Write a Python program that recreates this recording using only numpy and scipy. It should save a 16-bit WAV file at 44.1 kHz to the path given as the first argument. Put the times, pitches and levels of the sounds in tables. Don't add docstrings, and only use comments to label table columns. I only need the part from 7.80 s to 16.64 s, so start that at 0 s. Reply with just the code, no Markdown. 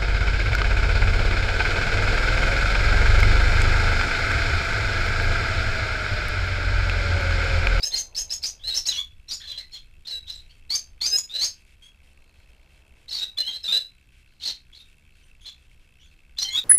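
import sys
import numpy as np
from scipy import signal
from scipy.io import wavfile
from scipy.ndimage import uniform_filter1d

SR = 44100
rng = np.random.default_rng(int(sys.argv[2]) if len(sys.argv) > 2 else 0)


def elevation(decibels):
    levels = np.asarray(decibels, float)
    return 10 ** (levels / 20)


def unload_wav(signal):
    wavfile.write(
        sys.argv[1],
        SR,
        np.round(np.clip(np.atleast_2d(signal).T, -1, 1) * 32767).astype(np.int16),
    )


N = 389844

# start_s, climb_s, start_hz, high_hz, level_db
LEAPS = [
    (.503, 0.026, 5025, 6516, -27.5),
    (1.062, 0.0085, 5250, 6525, -24),
    (1.511, 0.019, 4420, 6830, -32),
    (2.902, 0.05, 4256, 6290, -24),
    (3.212, 0.052, 4280, 6253, -23.5),
    (3.614, 0.031, 4427, 6360, -23),
]
CLIMB_SHARE, CLIMB_RISE_DB = .65, 3
SNAP_S, SNAP_HZ, SNAP_DB, SNAP_FADE_DB = 0.0055, 5250, 2, 9.5
HIGH_S, HIGH_DB, HIGH_FADE_DB = .016, -1, 3.5

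# start_s, length_s, pitch_hz, final_db
SWELLS = [(1.129, 0.036, 2948, -34.5), (1.483, 0.034, 3840, -39), (1.618, 0.078, 3370, -42.5),
          (1.714, 0.0043, 3940, -33), (.12, 0.016, 4260, -26), (1.754, 0.012, 4090, -42),
          (1.915, 0.03, 4190, -42), (1.915, 0.018, 5400, -55), (1.926, 0.05, 3394, -41.5),
          (2.249, 0.0091, 3560, -39), (2.476, 0.015, 3850, -36), (2.486, 0.018, 4123, -31.5),
          (3.247, 0.019, 4270, -31), (3.312, 0.05, 5073, -14), (5.57, 0.0077, 3480, -24.5),
          (5.658, 0.011, 3964, -28.5), (5.831, 0.0072, 5250, -33.5), (5.85, 0.022, 4330, -40),
          (5.998, 0.023, 3913, -38), (6.617, 0.023, 4305, -32), (6.635, 0.028, 4060, -29),
          (7.636, 0.022, 3480, -47), (8.616, 0.013, 4123, -21.5), (8.68, 0.011, 4120, -25),
          (8.712, 0.048, 3350, -25.5)]
SWELL_DB, SWELL_HZ_PER_S = 14, 1620

# start_s, length_s, pitch_hz, level_db
HOLDS = [(.04, 0.0052, 5150, -23), (.053, 0.025, 6400, -28.5), (.138, .012, 4200, -18),
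         (.156, 0.023, 4250, -30), (.154, .014, 4900, -30), (.178, 0.021, 6300, -29.5),
         (.362, 0.029, 5200, -28.5), (.627, .008, 5200, -34), (.872, 0.026, 4150, -22),
         (1.942, 0.027, 4150, -42), (1.93, 0.033, 6800, -56.5), (5.299, 0.015, 5300, -43),
         (5.418, .016, 3830, -25.5), (5.584, 0.0079, 4110, -20), (5.84, 0.027, 3900, -30),
         (5.878, 0.041, 3640, -24.5), (.668, 0.021, 5950, -35.5), (.67, 0.016, 6500, -39.5),
         (.952, 0.017, 6120, -30.5), (.906, 0.035, 3883, -26), (1.121, 0.062, 4200, -41),
         (1.601, 0.053, 1700, -56), (1.674, 0.043, 4030, -38), (1.69, 0.019, 3500, -44),
         (1.712, 0.036, 3290, -41.5), (1.785, 0.042, 2067, -55.5), (2.269, 0.016, 4060, -33),
         (2.297, 0.017, 4180, -33), (2.319, 0.055, 3930, -31), (4.022, 0.046, 3260, -50.5),
         (5.674, 0.029, 3220, -27), (5.922, 0.056, 3930, -20), (6.599, 0.033, 4150, -47),
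         (6.62, .02, 3720, -39), (6.652, 0.026, 4450, -32.5), (6.667, 0.011, 5080, -36),
         (6.674, .013, 4170, -26.5), (6.683, 0.016, 3800, -40), (6.7, 0.013, 4280, -33),
         (7.608, 0.037, 3320, -58), (7.657, 0.03, 4100, -42), (7.662, 0.031, 3500, -42),
         (8.211, 0.052, 3450, -62), (8.708, 0.055, 6750, -42), (8.793, 0.067, 3450, -48)]
HOLD_FADE_DB, HOLD_HZ_PER_S = 0, 300

# start_s, length_s, pitch_hz, first_db
BARKS = [(.973, .003, 5404, -15), (.983, .003, 5600, -17.5), (1.158, 0.0065, 4080, -29),
         (5.385, .003, 4140, -25), (5.452, .016, 3850, -29), (3.549, .006, 4050, -23),
         (5.603, .012, 4130, -15), (.208, 0.0094, 6410, -44), (.637, 0.0036, 4340, -20),
         (.946, 0.0097, 4140, -19.5), (.966, .037, 6060, -39), (1.086, 0.015, 4097, -18.5),
         (1.092, 0.019, 5050, -28), (1.191, 0.022, 6793, -40), (1.513, 0.018, 4480, -23),
         (1.544, 0.041, 5430, -35), (1.776, 0.037, 4122, -28), (2.526, 0.079, 3950, -39),
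         (2.55, .04, 7620, -55), (3.388, 0.0071, 7060, -22), (3.656, .031, 5240, -30),
         (5.309, 0.1, 4040, -33), (5.385, 0.022, 5280, -37), (5.677, 0.022, 4235, -26),
         (6.697, 0.013, 4070, -24), (6.948, 0.018, 3926, -41.5), (7.61, .06, 6470, -62),
         (7.713, 0.049, 3450, -56), (8.584, 0.015, 4100, -18.5), (8.606, 0.021, 5000, -26),
         (8.59, 0.03, 6070, -33.5), (8.618, 0.034, 5780, -29), (8.648, 0.054, 3137, -28),
         (8.792, 0.089, 3820, -37)]
BARK_FADE_DB, BARK_HZ_PER_S = 12.5, 310

# start_s, length_s, start_hz, end_hz, final_db
SLIDES = [(1.171, .028, 3280, 3500, -24), (.37, 0.028, 5790, 6700, -30), (.399, .016, 6700, 6100, -32.5),
          (.638, 0.024, 4400, 5700, -26), (.655, .022, 5980, 6800, -34), (.836, 0.029, 3946, 4150, -33),
          (0.79, 0.052, 3300, 3800, -54.5), (.945, .042, 5074, 5500, -28), (1.484, 0.023, 5380, 6090, -41),
          (1.528, 0.021, 4960, 5330, -34.5), (1.599, 0.021, 3240, 3660, -44),
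          (2.277, 0.021, 4600, 5660, -44.5), (2.507, 0.017, 4800, 5720, -44),
          (2.692, 0.025, 2790, 3100, -57), (2.693, 0.025, 4300, 4620, -57),
          (3.216, 0.035, 6390, 7160, -43.5), (3.365, 0.02, 6440, 6940, -26),
          (3.492, 0.04, 3490, 3934, -38.5), (3.538, 0.028, 3947, 4200, -26.5),
          (3.555, 0.083, 3873, 4250, -29), (3.594, 0.043, 6030, 6840, -36.5),
          (5.328, 0.05, 4647, 4300, -30), (5.371, 0.0697, 3945, 3765, -32), (5.382, 0.021, 4240, 4350, -44),
          (5.706, 0.063, 3783, 4155, -34.5), (6.952, 0.026, 4595, 3950, -49.5),
          (8.571, 0.017, 3510, 3980, -39.5), (8.676, 0.031, 2016, 2184, -42.5),
          (8.754, 0.014, 3440, 3680, -22.5), (8.772, 0.016, 3710, 3854, -19.5)]
# start_s, length_s, start_hz, end_hz, final_db
ASIDES = [(4.02, .045, 6100, 6600, -66), (4.022, .045, 9300, 9800, -67), (4.02, .035, 7700, 7750, -69),
          (4.02, .03, 4400, 4600, -66), (6.985, .04, 11000, 11050, -71), (7.61, .04, 9600, 10000, -70),
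          (7.43, .04, 8800, 8900, -74), (2.468, .012, 3300, 4000, -44), (0, 0.0065, 4710, 4850, -38),
          (0.023, 0.023, 3780, 4010, -36.5), (.16, 0.015, 6700, 6900, -40), (0.36, 0.0086, 3930, 4080, -47),
          (2.466, 0.03, 3260, 3490, -50), (3.296, .012, 6190, 6310, -30.5),
          (5.621, 0.032, 2886, 3066, -34.5), (7.43, 0.012, 3100, 3040, -62.5),
          (1.129, 0.043, 5800, 6100, -39.5), (6.606, .035, 3060, 3480, -44.5),
          (6.69, 0.028, 3300, 3100, -47), (1.481, 0.037, 4100, 4220, -40.5),
          (1.595, 0.062, 4270, 4130, -46.5), (1.109, 0.017, 3940, 3200, -29.5),
          (6.925, 0.014, 3300, 3570, -51), (6.93, 0.021, 6840, 7150, -77), (6.99, 0.037, 3560, 3850, -50.5),
          (7.427, 0.01, 5880, 6120, -68.5), (7.678, 0.017, 7000, 7070, -58),
          (8.195, 0.036, 2900, 3300, -62), (8.196, 0.022, 5640, 6100, -69),
          (8.217, 0.031, 6830, 6830, -70.5), (8.25, .025, 6220, 6100, -70), (8.271, 0.014, 4300, 4300, -69)]
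SLIDE_SWELL_DB = 4.5

# start_s, length_s, start_hz, end_hz, final_db
RUN_UPS = [(.11, 0.01, 3440, 4130, -34.5), (.348, 0.0072, 3900, 5230, -32), (.494, 0.0086, 3800, 5080, -39),
           (.02, 0.0096, 4200, 4900, -34), (.029, .007, 4900, 5300, -21), (.936, .007, 3800, 4990, -30),
           (1.055, .005, 3900, 5200, -28.5), (1.508, 0.0039, 3900, 6370, -32),
           (6.66, 0.024, 4600, 6200, -39.5), (.617, 0.018, 4100, 4450, -46),
           (2.895, 0.0075, 3994, 4140, -36.5), (3.205, 0.022, 3390, 3740, -37.5),
           (5.281, 0.015, 3900, 4530, -38), (5.311, 0.02, 3950, 4520, -33)]
RUN_UP_SWELL_DB = 5

# start_s, harshness (0-1), half_pitch_db (half-pitch line and its odd multiples)
VOICE = [(0, .5, -24), (.13, .15, -28), (.15, .9, -24), (.8, .4, -40), (.94, .85, -28), (1.16, .2, -36),
         (1.4, .8, -32), (2.31, .2, -38), (2.45, .8, -36), (2.85, .65, -24), (3.31, .06, -27),
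         (3.36, .5, -26), (3.48, .65, -36), (3.6, .7, -25), (4, .3, -34), (5.2, .85, -32), (5.4, .2, -34),
         (5.5, .4, -32), (5.61, .2, -38), (5.68, .6, -38), (5.87, .45, -40), (6.5, .9, -34),
         (8.64, .3, -34)]
# multiple (of its pitch), level_db
PARTIALS = [
    (.5, 2),
    (1, 1.5),
    (1.5, 3.5),
    (2, -23),
    (2.5, -9.5),
]
FLUTTER_HZ, RASP_HZ, WAVER_HZ = 205, 910, 148
ATTACK_S, RELEASE_S, LOUDEST_DB = .004, .007, -18.5
BEAK_CUT_HZ = 10000
BREATH_DB, BREATH_HZ, BREATH_TOP_HZ = -9, 3300, 7060

AVIARY_T60_S, TREBLE_T60_S, AVIARY_DB = 0.2, 0.17, -5
LATE_T60_S, LATE_DB = .45, -31.5

# multiple (of the turn rate), level_db
HUM = [
    (1, -66),
    (2, -73.5),
    (3, -80.5),
]
# centre_hz, width_hz, level_db
RATTLE = [
    (1528, 150, -6),
    (2330, 220, -1),
    (2620, 280, 4.5),
    (3050, 420, -2),
    (4300, 790, -7.5),
]
TURNS_PER_S, RATTLE_DB = 68, -66
TICK_DB = -78.5

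# start_s, length_s, treble_lift_db
RUSTLES = [(2.61, .19, 4), (3.74, .09, 5), (3.865, .085, 6), (4.02, .08, 7), (4.23, .1, 5), (4.55, .1, 4),
           (4.685, .025, 6), (4.89, .13, 5), (5.155, .105, 5), (6.325, .105, 6), (7.05, .09, 5),
           (7.355, .075, 5), (7.46, .05, 5), (7.78, .09, 4), (7.905, .04, 5), (8.0, .06, 4), (8.31, .04, 4)]
RUSTLE_TOP_HZ, RUSTLE_RATTLE = 10500, .06

# frequency_hz, density_db (per Hz)
AIR = [(7.1, -32), (12, 6), (70, -4), (92, -13.5), (136, -13.5), (163, -31.5), (201, -21), (240, -23),
       (847, -33.5), (2490, -32.5), (4020, -36.5), (15500, -53)]
AIR_DB = -52
# time_s, wind_db, traffic_db
AROUND = [
    (0, 2.5, 21),
    (.8, 6.5, 9.5),
    (1.3, 3, -3),
    (3, 4.5, 3),
    (4.1, -1, 0),
    (4.3, 1, 5.5),
    (5.2, 0, 7.5),
    (6.1, -3.5, -3.5),
    (7.9, 2, 0),
    (8.84, 0.5, -1),
]

# start_s, length_s, level_db
CHATTER = [
    (4.33, .65, -76),
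    (6.47, .13, -73),
    (7.32, .1, -75),
    (8.28, .15, -78),
]
CHATTER_HZ, CHATTER_WIDTH_HZ = 4200, 400

CHIP_RATE, FILE_RATE = 49152, 48000
PRESENCE_HZ, PRESENCE_WIDTH_HZ, PRESENCE_DB = 12730, 2800, -3
CUTOFF_HZ = 15800


def drift(rate, size=N):
    r = np.exp(-2 * np.pi * rate / SR)
    slow = signal.lfilter([1], [1, -2 * r, r * r], rng.standard_normal(size + SR))[SR:]
    return slow / np.std(slow)


def in_time(rows):
    s, *columns = np.transpose(rows)
    return [np.interp(np.arange(N) / SR, s, c) for c in columns]


def spans(rows):
    t = np.arange(N) / SR
    gate = sum(value * ((t >= s) & (t < s + length)) for s, length, value in rows)
    return uniform_filter1d(gate, size=200)


def resonance(x, hz, width):
    r = np.exp(-np.pi * width / SR)
    poles = [1, -2 * r * np.cos(2 * np.pi * hz / SR), r * r]
    return signal.lfilter([(1 - r * r) / 2, 0, (r * r - 1) / 2], poles, x)


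def band(x, low_hz, high_hz):
    return signal.sosfilt(signal.butter(2, [low_hz, high_hz], "band", fs=SR, output="sos"), x)


def notes():
    out = []
    for s, climb, hz, high_hz, db in LEAPS:
        climb_end_hz = hz + CLIMB_SHARE * (SNAP_HZ - hz)
        snap_db, high_db = db + SNAP_DB, db + HIGH_DB
        out += [(s, climb, hz, climb_end_hz, db - CLIMB_RISE_DB, db),
                (s + climb - SNAP_S / 2, SNAP_S, SNAP_HZ, SNAP_HZ, snap_db, snap_db - SNAP_FADE_DB),
                (s + climb, HIGH_S, high_hz, high_hz, high_db, high_db - HIGH_FADE_DB)]
    for table, hz_per_s, rise_db, fall_db in [(SWELLS, SWELL_HZ_PER_S, SWELL_DB, 0),
                                              (HOLDS, HOLD_HZ_PER_S, 0, HOLD_FADE_DB),
                                              (BARKS, BARK_HZ_PER_S, 0, BARK_FADE_DB)]:
        for s, length, hz, db in table:
            half_glide = hz_per_s * length / 2
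            out.append((s, length, hz - half_glide, hz + half_glide, db - rise_db, db - fall_db))
    for table, rise_db in [(RUN_UPS, RUN_UP_SWELL_DB), (SLIDES, SLIDE_SWELL_DB), (ASIDES, SLIDE_SWELL_DB)]:
        out += [(s, length, hz, end_hz, db - rise_db, db) for s, length, hz, end_hz, db in table]
    return out


def birds():
    voice, effort = np.zeros(N), np.zeros(N)
    flutter, rasp, waver = drift(FLUTTER_HZ), drift(RASP_HZ), drift(WAVER_HZ)
    for k, (s, length, start_hz, end_hz, start_db, end_db) in enumerate(notes()):
        first = max(0, round((s - .0015) * SR))
        at = np.arange(first, min(N, round((s + length + 0.0079) * SR)))
        along = np.linspace(0, 1, len(at))
        _, harsh, half_db = [row for row in VOICE if row[0] <= s][-1]
        own = (at + 977 * k) % N

        ramp = np.minimum(along / ATTACK_S, (1 - along) / RELEASE_S) * len(at) / SR
        edges = np.sin(np.pi / 2 * np.minimum(1, ramp)) ** 2
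        level_db = start_db + (end_db - start_db) * np.minimum(1, 1.55 * along)
        level = elevation(np.minimum(LOUDEST_DB, level_db)) * edges

        pitch_hz = start_hz + (end_hz - start_hz) * along + 120 * harsh * waver[own]
        phase = 2 * np.pi * np.cumsum(pitch_hz) / SR
        tone = 0
        for m, partial_db in PARTIALS:
            beak = 1 / (1 + (m > 1) * (m * start_hz / BEAK_CUT_HZ) ** 6)
            tone = tone + elevation(partial_db + half_db * (m % 1 > 0)) * beak * np.sin(m * phase)
        roughness = 1 + harsh * (.55 * flutter[own] + .3 * rasp[own])
        voice[at] += np.sqrt(2) * level * roughness * tone
        effort[at] += level * harsh ** 2
    breath = effort * rng.standard_normal(N)
    for _ in range(2):
        breath = band(breath, BREATH_HZ, BREATH_TOP_HZ)
    return elevation(-2.5) * voice + elevation(BREATH_DB) * breath


def aviary(x):
    t = np.arange(SR // 2) / SR
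    low, high = rng.standard_normal((2, len(t))) * np.clip((t - .002) / 0.0013, 0, 1)
    tail = band(low, 100, 5450) * elevation(-60 * t / AVIARY_T60_S)
    tail = tail + band(high, 5260, 11000) * elevation(-60 * t / TREBLE_T60_S)
    tail = tail + band(high, 2500, 7000) * elevation(LATE_DB - 60 * t / LATE_T60_S)
    tail = tail / np.sqrt(np.sum(tail ** 2))
    return x + elevation(AVIARY_DB) * signal.fftconvolve(x, tail)[:N]


def fan():
    turns = np.cumsum(TURNS_PER_S + 4 * drift(5) + 4 * drift(20)) / SR
    hum = 0
    for m, level_db in HUM:
        hum = hum + np.sqrt(2) * elevation(level_db + 2.5 * drift(7.8)) * np.sin(2 * np.pi * m * turns)

    strength = elevation(2.5 * np.clip(rng.standard_normal(N // 100), -3, 1.2))[turns.astype(int)]
    contact = np.exp(-((turns % 1 - .5) / .12) ** 2)
    scrape = strength * contact * rng.standard_normal(N)
    scrape = scrape + RUSTLE_RATTLE * spans(RUSTLES) * rng.standard_normal(N)

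    rattle = 0
    for hz, width, level_db in RATTLE:
        rattle = rattle + elevation(level_db) * resonance(resonance(scrape, hz, width), hz, 2 * width)
    rattle = band(rattle, 1300, 3400)
    tick = elevation(2.0 * drift(7.5)) * band(scrape, 6900, 10000)
    return hum + elevation(RATTLE_DB) * rattle / np.std(rattle) + elevation(TICK_DB) * tick / np.std(tick)


def air():
    wind_db, traffic_db = in_time(AROUND)
    rustle_db, gusts_db = spans(RUSTLES), 2.5 * drift(6)
    edges = 11 * 2 ** np.arange(0, 10.6, .5)
    white = rng.standard_normal((2, N + SR))
    points_hz, points_db = np.transpose(AIR)
    out = 0
    for k, (low, high) in enumerate(zip(edges, edges[1:])):
        hz = np.sqrt(low * high)
        wind_share = np.clip(np.log2(200 / hz) / 1.5, 0, 1)
        traffic_share = np.exp(-(np.log2(hz / 680) / .9) ** 2)
        rustle_share = np.clip(np.log2(hz / 1200) / 0.88, 0, 1) / (1 + (hz / RUSTLE_TOP_HZ) ** 8)
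        level_db = np.interp(np.log(hz), np.log(points_hz), points_db)
        level_db = level_db + wind_share * (wind_db + gusts_db)
        level_db = level_db + traffic_share * traffic_db + rustle_share * rustle_db
        out = out + elevation(level_db) * band(white[k % 2], low, high)[SR:]
    return elevation(AIR_DB) * out / np.std(out)


def chatter():
    noise = resonance(rng.standard_normal(N), CHATTER_HZ, CHATTER_WIDTH_HZ)
    blur = noise * elevation(3.0 * drift(25))
    return spans([(s, length, elevation(db)) for s, length, db in CHATTER]) * blur / np.std(blur)


def scene():
    mono = aviary(birds()) + fan() + air() + chatter()
    return np.array([mono, mono])


def skip_samples(x):
    chip = signal.resample_poly(x, CHIP_RATE, SR)
    ticks = np.arange(len(chip) * FILE_RATE // CHIP_RATE)
    kept = chip[ticks * CHIP_RATE // FILE_RATE]
    back = signal.resample_poly(kept, SR, FILE_RATE)
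    return np.pad(back, (0, N))[:N]


def roll_off(x):
    return signal.sosfilt(signal.butter(12, 15710, fs=SR, output="sos"), x)


def record(dry):
    mono = skip_samples(dry[0])
    mono = mono + elevation(PRESENCE_DB) * resonance(mono, PRESENCE_HZ, PRESENCE_WIDTH_HZ)
    mono = signal.sosfilt(signal.cheby2(16, 70, CUTOFF_HZ, fs=SR, output="sos"), mono)
    apart = elevation(-82) * drift(90)
    return roll_off(np.array([mono + apart, mono - apart]))


dry = scene()
out = record(dry)
unload_wav(out)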